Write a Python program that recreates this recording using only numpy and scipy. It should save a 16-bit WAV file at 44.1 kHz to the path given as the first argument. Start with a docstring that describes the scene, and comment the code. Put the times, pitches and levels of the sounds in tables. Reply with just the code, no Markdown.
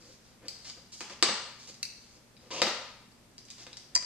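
"""A small, hard-walled bathroom: metal hair clips are unclipped from hair and set down on a counter.
Clip jaws click and ring: brief noisy touches drive damped steel modes. The counter knocks with a broad
clack, woody modes and a low thump. Hair rustle and scrapes are random slips over hiss; soft rubs are
dull noise. Walls answer with early noise and a diffuse tail, over ventilation rumble and a thin whine."""
import sys
import numpy as np
from scipy import signal
from scipy.fft import rfft, irfft, next_fast_len
from scipy.io import wavfile

SR = 44100
rng = np.random.default_rng(int(sys.argv[2]) if len(sys.argv) > 2 else 0)


def transcribe(u):
    """Save the signal u as a 16-bit wav file named by the first command-line argument.

    u: samples, shape (n,) or (channels, n), limited to [-1, 1]; the rate is SR.
    q: integer samples, one column per channel.
    """
    v = np.clip(np.atleast_2d(u).T, -1, 1)
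    q = np.round(v * 32767).astype(np.int16)
    wavfile.write(sys.argv[1], SR, q)


N = 178605
TIME = np.arange(N) / SR
BLOW_SAMPLES = 8192

# Spectrum of the jaws' snap. Each row: frequency in Hz, level in dB per Hz.
SNAP_SPECTRUM = [(40, -39), (200, -12), (500, -22), (1400, -4.5), (2300, 5), (3500, 5.5), (6000, 6.5),
                 (8200, -1), (9500, -7.5), (12500, -24.5), (14500, -8)]
# Steel resonances, by clip name. Each row: frequency in Hz, width in Hz, level in dB.
CLIP_MODES = { "first": [(2230, 230, -9.5), (2630, 210, -9.5), (4420, 160, -1.5), (4620, 160, -3),
              (4970, 160, 0.5), (7980, 300, -2.5), (10840, 200, -19), (12700, 300, -11)],
              "second": [(2220, 200, -8.5), (2660, 180, 0), (3950, 470, 2), (4410, 170, 2.5),
              (4740, 230, 1.5), (5970, 360, -2), (8470, 180, -5.5), (9200, 220, -8.5), (10600, 210, -9),
              (12500, 370, -6)], "third": [(708, 68, -21.5), (994, 27, -16.5), (1915, 200, -9.5),
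              (2410, 94, -13.5), (4760, 70, 1), (5060, 140, -2), (5810, 470, -0.5), (6850, 880, -6.5),
              (7370, 115, -5), (8230, 350, -7.5), (10040, 170, -19.5)], "fourth": [(2370, 260, -12),
              (3850, 260, -2), (5060, 230, -7.5)]}
# Touch decay at the reference level, and the level rise that doubles it: a harder snap chatters longer.
CHATTER_DECAY_S, CHATTER_AT_DB, CHATTER_DOUBLES_DB = 0.0016, -45, 31


def click(clip, tilt_db_per_octave, ring_db, force_db):
    """The jaws shut: a dry snap, plus a touch ringing that clip's steel modes."""
    decay_s = CHATTER_DECAY_S * 2 ** ((force_db - CHATTER_AT_DB) / CHATTER_DOUBLES_DB)
    steel = resonances(CLIP_MODES[clip], TIME[:BLOW_SAMPLES])
    ring = signal.fftconvolve(contact(decay_s), steel)[:BLOW_SAMPLES]
    snap = unit(colour(contact(decay_s), SNAP_SPECTRUM))
    sound = snap + from_db(ring_db) * unit(ring)
    return unit(colour(sound, [(60, -12), (280, -16)], tilt_db_per_octave))


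# Jaws snapping or ticking. Each row: start in seconds, level in dB, clip name,
# brightness in dB per octave above 500 Hz, ring in dB re snap, room send in dB re direct.
CLICKS = [(0.4825, -36, "first", 1, 7, -2), (0.698, -43.5, "third", -1, 1, 0),
          (1.743, -51, "second", 5.5, -16, 0), (1.8291, -29, "second", 0, 2.5, -5.5),
          (1.852, -39.5, "first", -1.5, 23, -6), (2.367, -59, "fourth", -6, 15, 2),
          (3.116, -66.5, "first", 2, 9, 3), (3.3806, -47.5, "third", 2.5, -6, -0.5),
          (3.452, -50.5, "third", 10.5, -12, 1), (3.485, -54, "third", -4, -4, 0.5),
          (3.5030, -43.5, "third", 3.5, -8, 1.5), (3.7300, -46, "fourth", 1, 4, -2.5),
          (3.77, -43.5, "third", 1.5, -1.5, -0.5), (3.949, -36, "second", 8, -10, -9),
          (3.9516, -19, "third", 5, 16, -17.5), (3.9601, -22.5, "third", -1, 11, -6),
          (3.974, -31.5, "third", -0.5, 17, -8.5)]


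def clicks():
    """Every snap as start, level, room send and waveform; its level also sets its chatter."""
    return [(s, db, room_db, click(*manner, db)) for s, db, *manner, room_db in CLICKS]


# Spectrum of the counter's clack. Each row: frequency in Hz, level in dB per Hz.
CLACK_SPECTRUM = [(40, -21), (120, -27), (240, -9), (520, -2), (750, -2), (1100, 0), (1850, 0.5),
                  (2600, 1.5), (4200, -1.5), (6000, -5.5), (8000, -8), (10000, -23), (12000, -23.5),
                  (14500, -47)]
# Resonances of the counter top. Each row: frequency in Hz, width in Hz, level in dB.
COUNTER_MODES = [(347, 43, -5), (494, 82, 1.5), (618, 46, -7), (830, 26, -7), (993, 120, 0), (1217, 81, 2),
                 (1780, 480, -1.5), (3660, 87, 2.5), (4820, 120, -2.5)]
# The cabinet under the counter. Each row: frequency in Hz, width in Hz, level in dB.
CABINET_MODES = [(245, 72, 0)]
RING_T60_S = 0.083


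def knock(tilt_db_per_octave, thump_db, ring_hz, ring_db, body_db=-6.5):
    t = TIME[:BLOW_SAMPLES]
    clack = unit(colour(contact(decay_s=0.0017), CLACK_SPECTRUM))
    body = from_db(body_db) * resonances(COUNTER_MODES, t)
    # a panel radiates little deep bass
    thump = from_db(thump_db) * colour(resonances(CABINET_MODES, t), [(90, -15.5), (210, -0.5)])
    ring = unit(np.sin(2 * np.pi * ring_hz * t) * from_db(-60 * t / RING_T60_S))
    return unit(colour(clack + body, [(1, 0)], tilt_db_per_octave)) + thump + from_db(ring_db) * ring


# Clips and fingers meeting the counter. Each row: start in seconds, level of clack and body in dB,
# brightness in dB per octave above 500 Hz, thump in dB, ring in Hz, ring in dB, room send in dB;
# thump and ring are re clack and body, room send is re direct.
KNOCKS = [(1.0068, -37.5, 1.5, -16.5, 8100, -22, 3), (1.098, -47.5, 0.5, -18, 8020, -33, 6),
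          (1.2258, -16, 0.74, -26.5, 8010, -12.5, -0.5), (1.288, -31.5, -1.5, -9.5, 8020, -33, 4.5),
          (2.5056, -45.5, -2, -9, 8020, -26, 4), (2.618, -19, -0.86, -15.5, 12000, -28, 1.04),
          (2.669, -30, -1.5, -17, 7800, -34, 2.5), (3.6668, -45.5, 0, -36, 7740, -34, 0.5),
          (4.026, -44.5, 1, -32, 8020, -22, -2)]


def knocks():
    """Every counter touch as start, level, room send and waveform."""
    return [(s, db, room_db, knock(*manner)) for s, db, *manner, room_db in KNOCKS]


def contact(decay_s):
    """The force of one touch: a brief chatter with a nearly even spectrum."""
    force = rfft(rng.standard_normal(BLOW_SAMPLES) * np.exp(-TIME[:BLOW_SAMPLES] / decay_s))
    even = irfft(force / np.abs(force))
    return unit(even * np.exp(-TIME[:BLOW_SAMPLES] / (8 * decay_s)))


def resonances(modes, t):
    """Damped sines of a struck body, each about a decibel stronger or weaker from blow to blow."""
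    total = np.zeros(len(t))
    for k, (hz, width_hz, db) in enumerate(modes):
        mode = unit(np.exp(-np.pi * width_hz * t) * np.sin(2 * np.pi * hz * t))
        total += from_db(db + rng.standard_normal()) * (-1) ** k * mode
    return unit(total)


# Spectrum of rustling hair. Each row: frequency in Hz, level in dB per Hz.
RUSTLE_SPECTRUM = [(150, -9), (500, -5), (1500, -3.5), (3000, 1.5), (5000, 3.5), (7000, 2), (10000, -13),
                   (14000, -23)]
# Fingers stroking hair. Each row: start in seconds, length before the fade in seconds,
# level in dB before the direct and room sends, brightness in dB per octave above 500 Hz.
HAIR_STROKES = [(0, 0.15, -62.5, 2), (0.238, 0.088, -68.5, -1), (0.449, .19, -62, -1),
                (0.643, 0.054, -49.5, 0), (0.917, 0.034, -50.5, 3.5), (0.962, 0.054, -56.5, 5),
                (1.587, .07, -57.5, 2.5), (1.669, 0.029, -50.5, 2), (1.999, 0.17, -66, 2.5),
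                (2.393, 0.16, -66.5, -4), (3.576, 0.052, -53.5, -1)]
STROKE_ATTACK_S, STROKE_FADE_DB_PER_S = 0.0078, 450


def hair():
    """Strands slip past the fingers: each stroke swells, holds and fades."""
    track, t = np.zeros(N), TIME[:SR // 2]
    for s, length_s, db, tilt in HAIR_STROKES:
        fade_db = STROKE_FADE_DB_PER_S * np.maximum(t - length_s, 0)
        level = np.minimum(t / STROKE_ATTACK_S, 1) * from_db(db - fade_db)
        rustle = friction(RUSTLE_SPECTRUM, 900, grain_db=7.0, smooth_db=9, tilt_db_per_octave=tilt, size=len(t))
        add(track, s, level * rustle)
    return track


# Spectrum of a sliding clip. Each row: frequency in Hz, level in dB per Hz.
SLIDE_SPECTRUM = [(60, -39), (150, -7), (300, -5), (550, 2), (850, -6.5), (1050, 2.5), (1500, -14.5),
                  (2700, -0.5), (4000, -7.5), (7000, -10), (10000, -28), (14000, -33)]
# A clip sliding on the counter. 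Each row: start in seconds, length in seconds,
# full level in dB before the direct and room sends.
SCRAPES = [(1.102, 0.038, -50.5), (2.509, 0.099, -40)]


def scrapes():
    """A clip slides on the counter in slips and hiss with abrupt edges."""
    return strokes(SCRAPES, edge_s=0.0016) * friction(SLIDE_SPECTRUM, 380, grain_db=9.0, smooth_db=12)


# Spectrum of a soft rub. Each row: frequency in Hz, level in dB per Hz.
RUB_SPECTRUM = [(150, -11), (300, -2.5), (420, -6.5), (510, 4), (650, -14), (1100, -13.5), (2500, -15.5),
                (8000, -46)]
# Hand and arm rubs. Each row: start in seconds, length in seconds,
# full level in dB before the direct and room sends; rubs under two edges long stay below it.
RUBS = [(-0.05, 0.18, -65), (0.405, 0.084, -53.5), (0.755, 0.042, -52), (1.67, 0.054, -56),
        (2.155, 0.046, -62), (2.41, 0.088, -63.5), (3.665, 0.074, -63.5)]


def rubs():
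    """Hand and arm rub softly: dull noise with gradual edges."""
    skin = np.sqrt(N) * unit(colour(rng.standard_normal(N), RUB_SPECTRUM))
    return strokes(RUBS, edge_s=0.03) * skin


def strokes(rows, edge_s):
    """Level of strokes with straight rises and falls."""
    level = np.zeros(N)
    for s, length_s, db in rows:
        to_nearest_end_s = np.minimum(TIME - s, s + length_s - TIME)
        level += from_db(db) * np.clip(to_nearest_end_s / edge_s, 0, 1)
    return level


def friction(spectrum, slips_per_s, grain_db, smooth_db, tilt_db_per_octave=0, size=N):
    """Tiny slips of uneven size over a smooth hiss; rms 1."""
    happens = rng.random(size) < slips_per_s / SR
    slip_size = from_db(grain_db * np.minimum(rng.exponential(1, size), 4))
    slips = happens * rng.choice([-1, 1], size) * slip_size
    rough = unit(slips) + from_db(smooth_db) * unit(rng.standard_normal(size))
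    return np.sqrt(size) * unit(colour(rough, spectrum, tilt_db_per_octave))


# Reverberation time. Each row: frequency in Hz, t60 in seconds.
ROOM_T60 = [(150, 0.29), (400, 0.54), (1000, 0.74), (2800, 0.74), (7000, 0.64), (12000, 0.45)]


def bathroom(x, early_db=-3.0, early_s=0.0094, first_wall_s=0.0033):
    """Close walls answer in a quick burst under a diffuse tail; its middle range lasts longest."""
    t = TIME[:SR]
    hz, frame_s, cells = signal.stft(diffuse(SR), SR, nperseg=256)
    fading = from_db(-60 * frame_s / at_hz(ROOM_T60, hz)[:, None])
    arrived = t > first_wall_s
    tail = unit(signal.istft(cells * fading, SR)[1][:, :SR] * arrived)
    early = unit(diffuse(SR) * np.exp(-t / early_s) * arrived)
    return signal.fftconvolve(x[None], tail + from_db(early_db) * early, axes=1)[:, :N]


# Left-right likeness of diffuse sound. Each row: frequency in Hz, correlation from 0 to 1.
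LIKENESS = [(50, .87), (130, .95), (290, .99), (640, .96), (1400, .82), (3100, .35), (6000, 0)]


def diffuse(size):
    """Stereo noise from all around: alike in the bass, unrelated in the treble."""
    mid, side = rfft(rng.standard_normal((2, size)))
    alike = np.clip(at_hz(LIKENESS, np.fft.rfftfreq(size, 1 / SR)), -1, 1)
    shared, opposed = np.sqrt((1 + alike) / 2) * mid, np.sqrt((1 - alike) / 2) * side
    return irfft(shared + opposed * [[1], [-1]], size)


# Ventilation rumble. Each row: frequency in Hz, level in dB per Hz.
AIR_SPECTRUM = [(20, -10), (55, 0.5), (85, -1.5), (115, -3.5), (160, 0), (220, 3), (300, -4), (500, -7.5),
                (1000, -13), (2500, -14.5), (5000, -24), (14000, -34)]
AIR_DB = -63.5
# Steady tones of fan and electronics. Each row: frequency in Hz, rms level in dB.
HUM_TONES = [(58, -82), (119, -71.5), (238, -73.5), (8213, -81.5)]


def background():
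    """Ventilation rumble as diffuse noise, with a few steady sine tones."""
    sound = from_db(AIR_DB) * np.sqrt(N) * unit(colour(diffuse(N), AIR_SPECTRUM))
    for hz, db in HUM_TONES:
        sound = sound + np.sqrt(2) * from_db(db) * np.sin(2 * np.pi * (hz * TIME + rng.random()))
    return sound


def from_db(db):
    """Decibels to amplitude."""
    return 10 ** (np.asarray(db) / 20)


def unit(x):
    """Scale to energy 1, averaged over the channels."""
    return x / np.sqrt(np.mean(np.sum(x ** 2, axis=-1)) + 1e-20)


def at_hz(points, hz):
    """Read a table on a log-frequency axis."""
    f, value = np.transpose(points)
    return np.interp(np.log(np.maximum(hz, 1)), np.log(f), value)


def colour(x, spectrum, tilt_db_per_octave=0):
    """Causal (minimum-phase) filter with the given spectrum, tilted above 500 Hz."""
    size = next_fast_len(x.shape[-1] + BLOW_SAMPLES)
    hz = np.abs(np.fft.fftfreq(size, 1 / SR))
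    octaves = np.log2(np.maximum(hz, 500) / 500)
    gain = from_db(at_hz(spectrum, hz) + tilt_db_per_octave * octaves)
    # folding the cepstrum onto positive time gives minimum phase
    cepstrum = np.fft.ifft(np.log(gain)).real
    cepstrum[1:size // 2] *= 2
    cepstrum[size // 2:] = 0
    return irfft(rfft(x, size) * np.exp(rfft(cepstrum)), size)[..., :x.shape[-1]]


def add(track, s, sound):
    """Mix a sound into a track at time s."""
    start = max(round(s * SR), 0)
    track[start:start + len(sound)] += sound[:N - start]


def scene(rub_direct_db=0.5, rub_room_db=-3.5):
    """Each sound reaches the microphones directly and by way of the walls."""
    handling = hair() + rubs() + scrapes()
    direct, to_walls = from_db(rub_direct_db) * handling, from_db(rub_room_db) * handling
    for s, db, room_db, sound in clicks() + knocks():
        strength = from_db(db) * np.sqrt(0.005 * SR)   # unit energy spread over 5 ms has this rms
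        add(direct, s, strength * sound)
        add(to_walls, s, strength * from_db(room_db) * sound)
    later = np.pad(direct, (1, 0))[:N]   # the left port is one sample farther away
    return np.stack([later, direct]) + bathroom(to_walls) + background()


# Colour of each microphone port. Each row: frequency in Hz, gain in dB.
LEFT_PORT = [(150, 1.5), (700, 1.5), (2500, -0.5), (3800, 2), (4750, 8), (5600, 4.5), (6800, -12),
             (9000, -8.5), (14000, -12)]
RIGHT_PORT = [(150, 1.5), (700, -1.25), (2500, -2.5), (3800, -2), (4800, -0.5), (6200, 5.5), (8000, 1.5),
              (10500, 1.5), (14000, -8.5)]
# Preamplifier hiss. Each row: frequency in Hz, level in dB per Hz.
HISS_SPECTRUM = [(40, 10.5), (350, 9), (3000, -0.5), (6000, 0), (8000, -2.5), (12000, -8), (15000, -11.5)]
HISS_DB, CUTOFF_HZ = -63, 14200


def record(dry, top=0.61):
    """Each port adds its own colour, the preamplifier hisses and rounds the highest peaks; the top is cut."""
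    ports = np.stack([colour(dry[0], LEFT_PORT), colour(dry[1], RIGHT_PORT)])
    hiss = from_db(HISS_DB) * np.sqrt(N) * unit(colour(rng.standard_normal((2, N)), HISS_SPECTRUM))
    rounded = top * np.tanh((ports + hiss) / top)
    lowpass = signal.ellip(10, .2, 80, CUTOFF_HZ, fs=SR, output="sos")
    return signal.sosfilt(lowpass, rounded)


dry = scene()
out = record(dry)
transcribe(out)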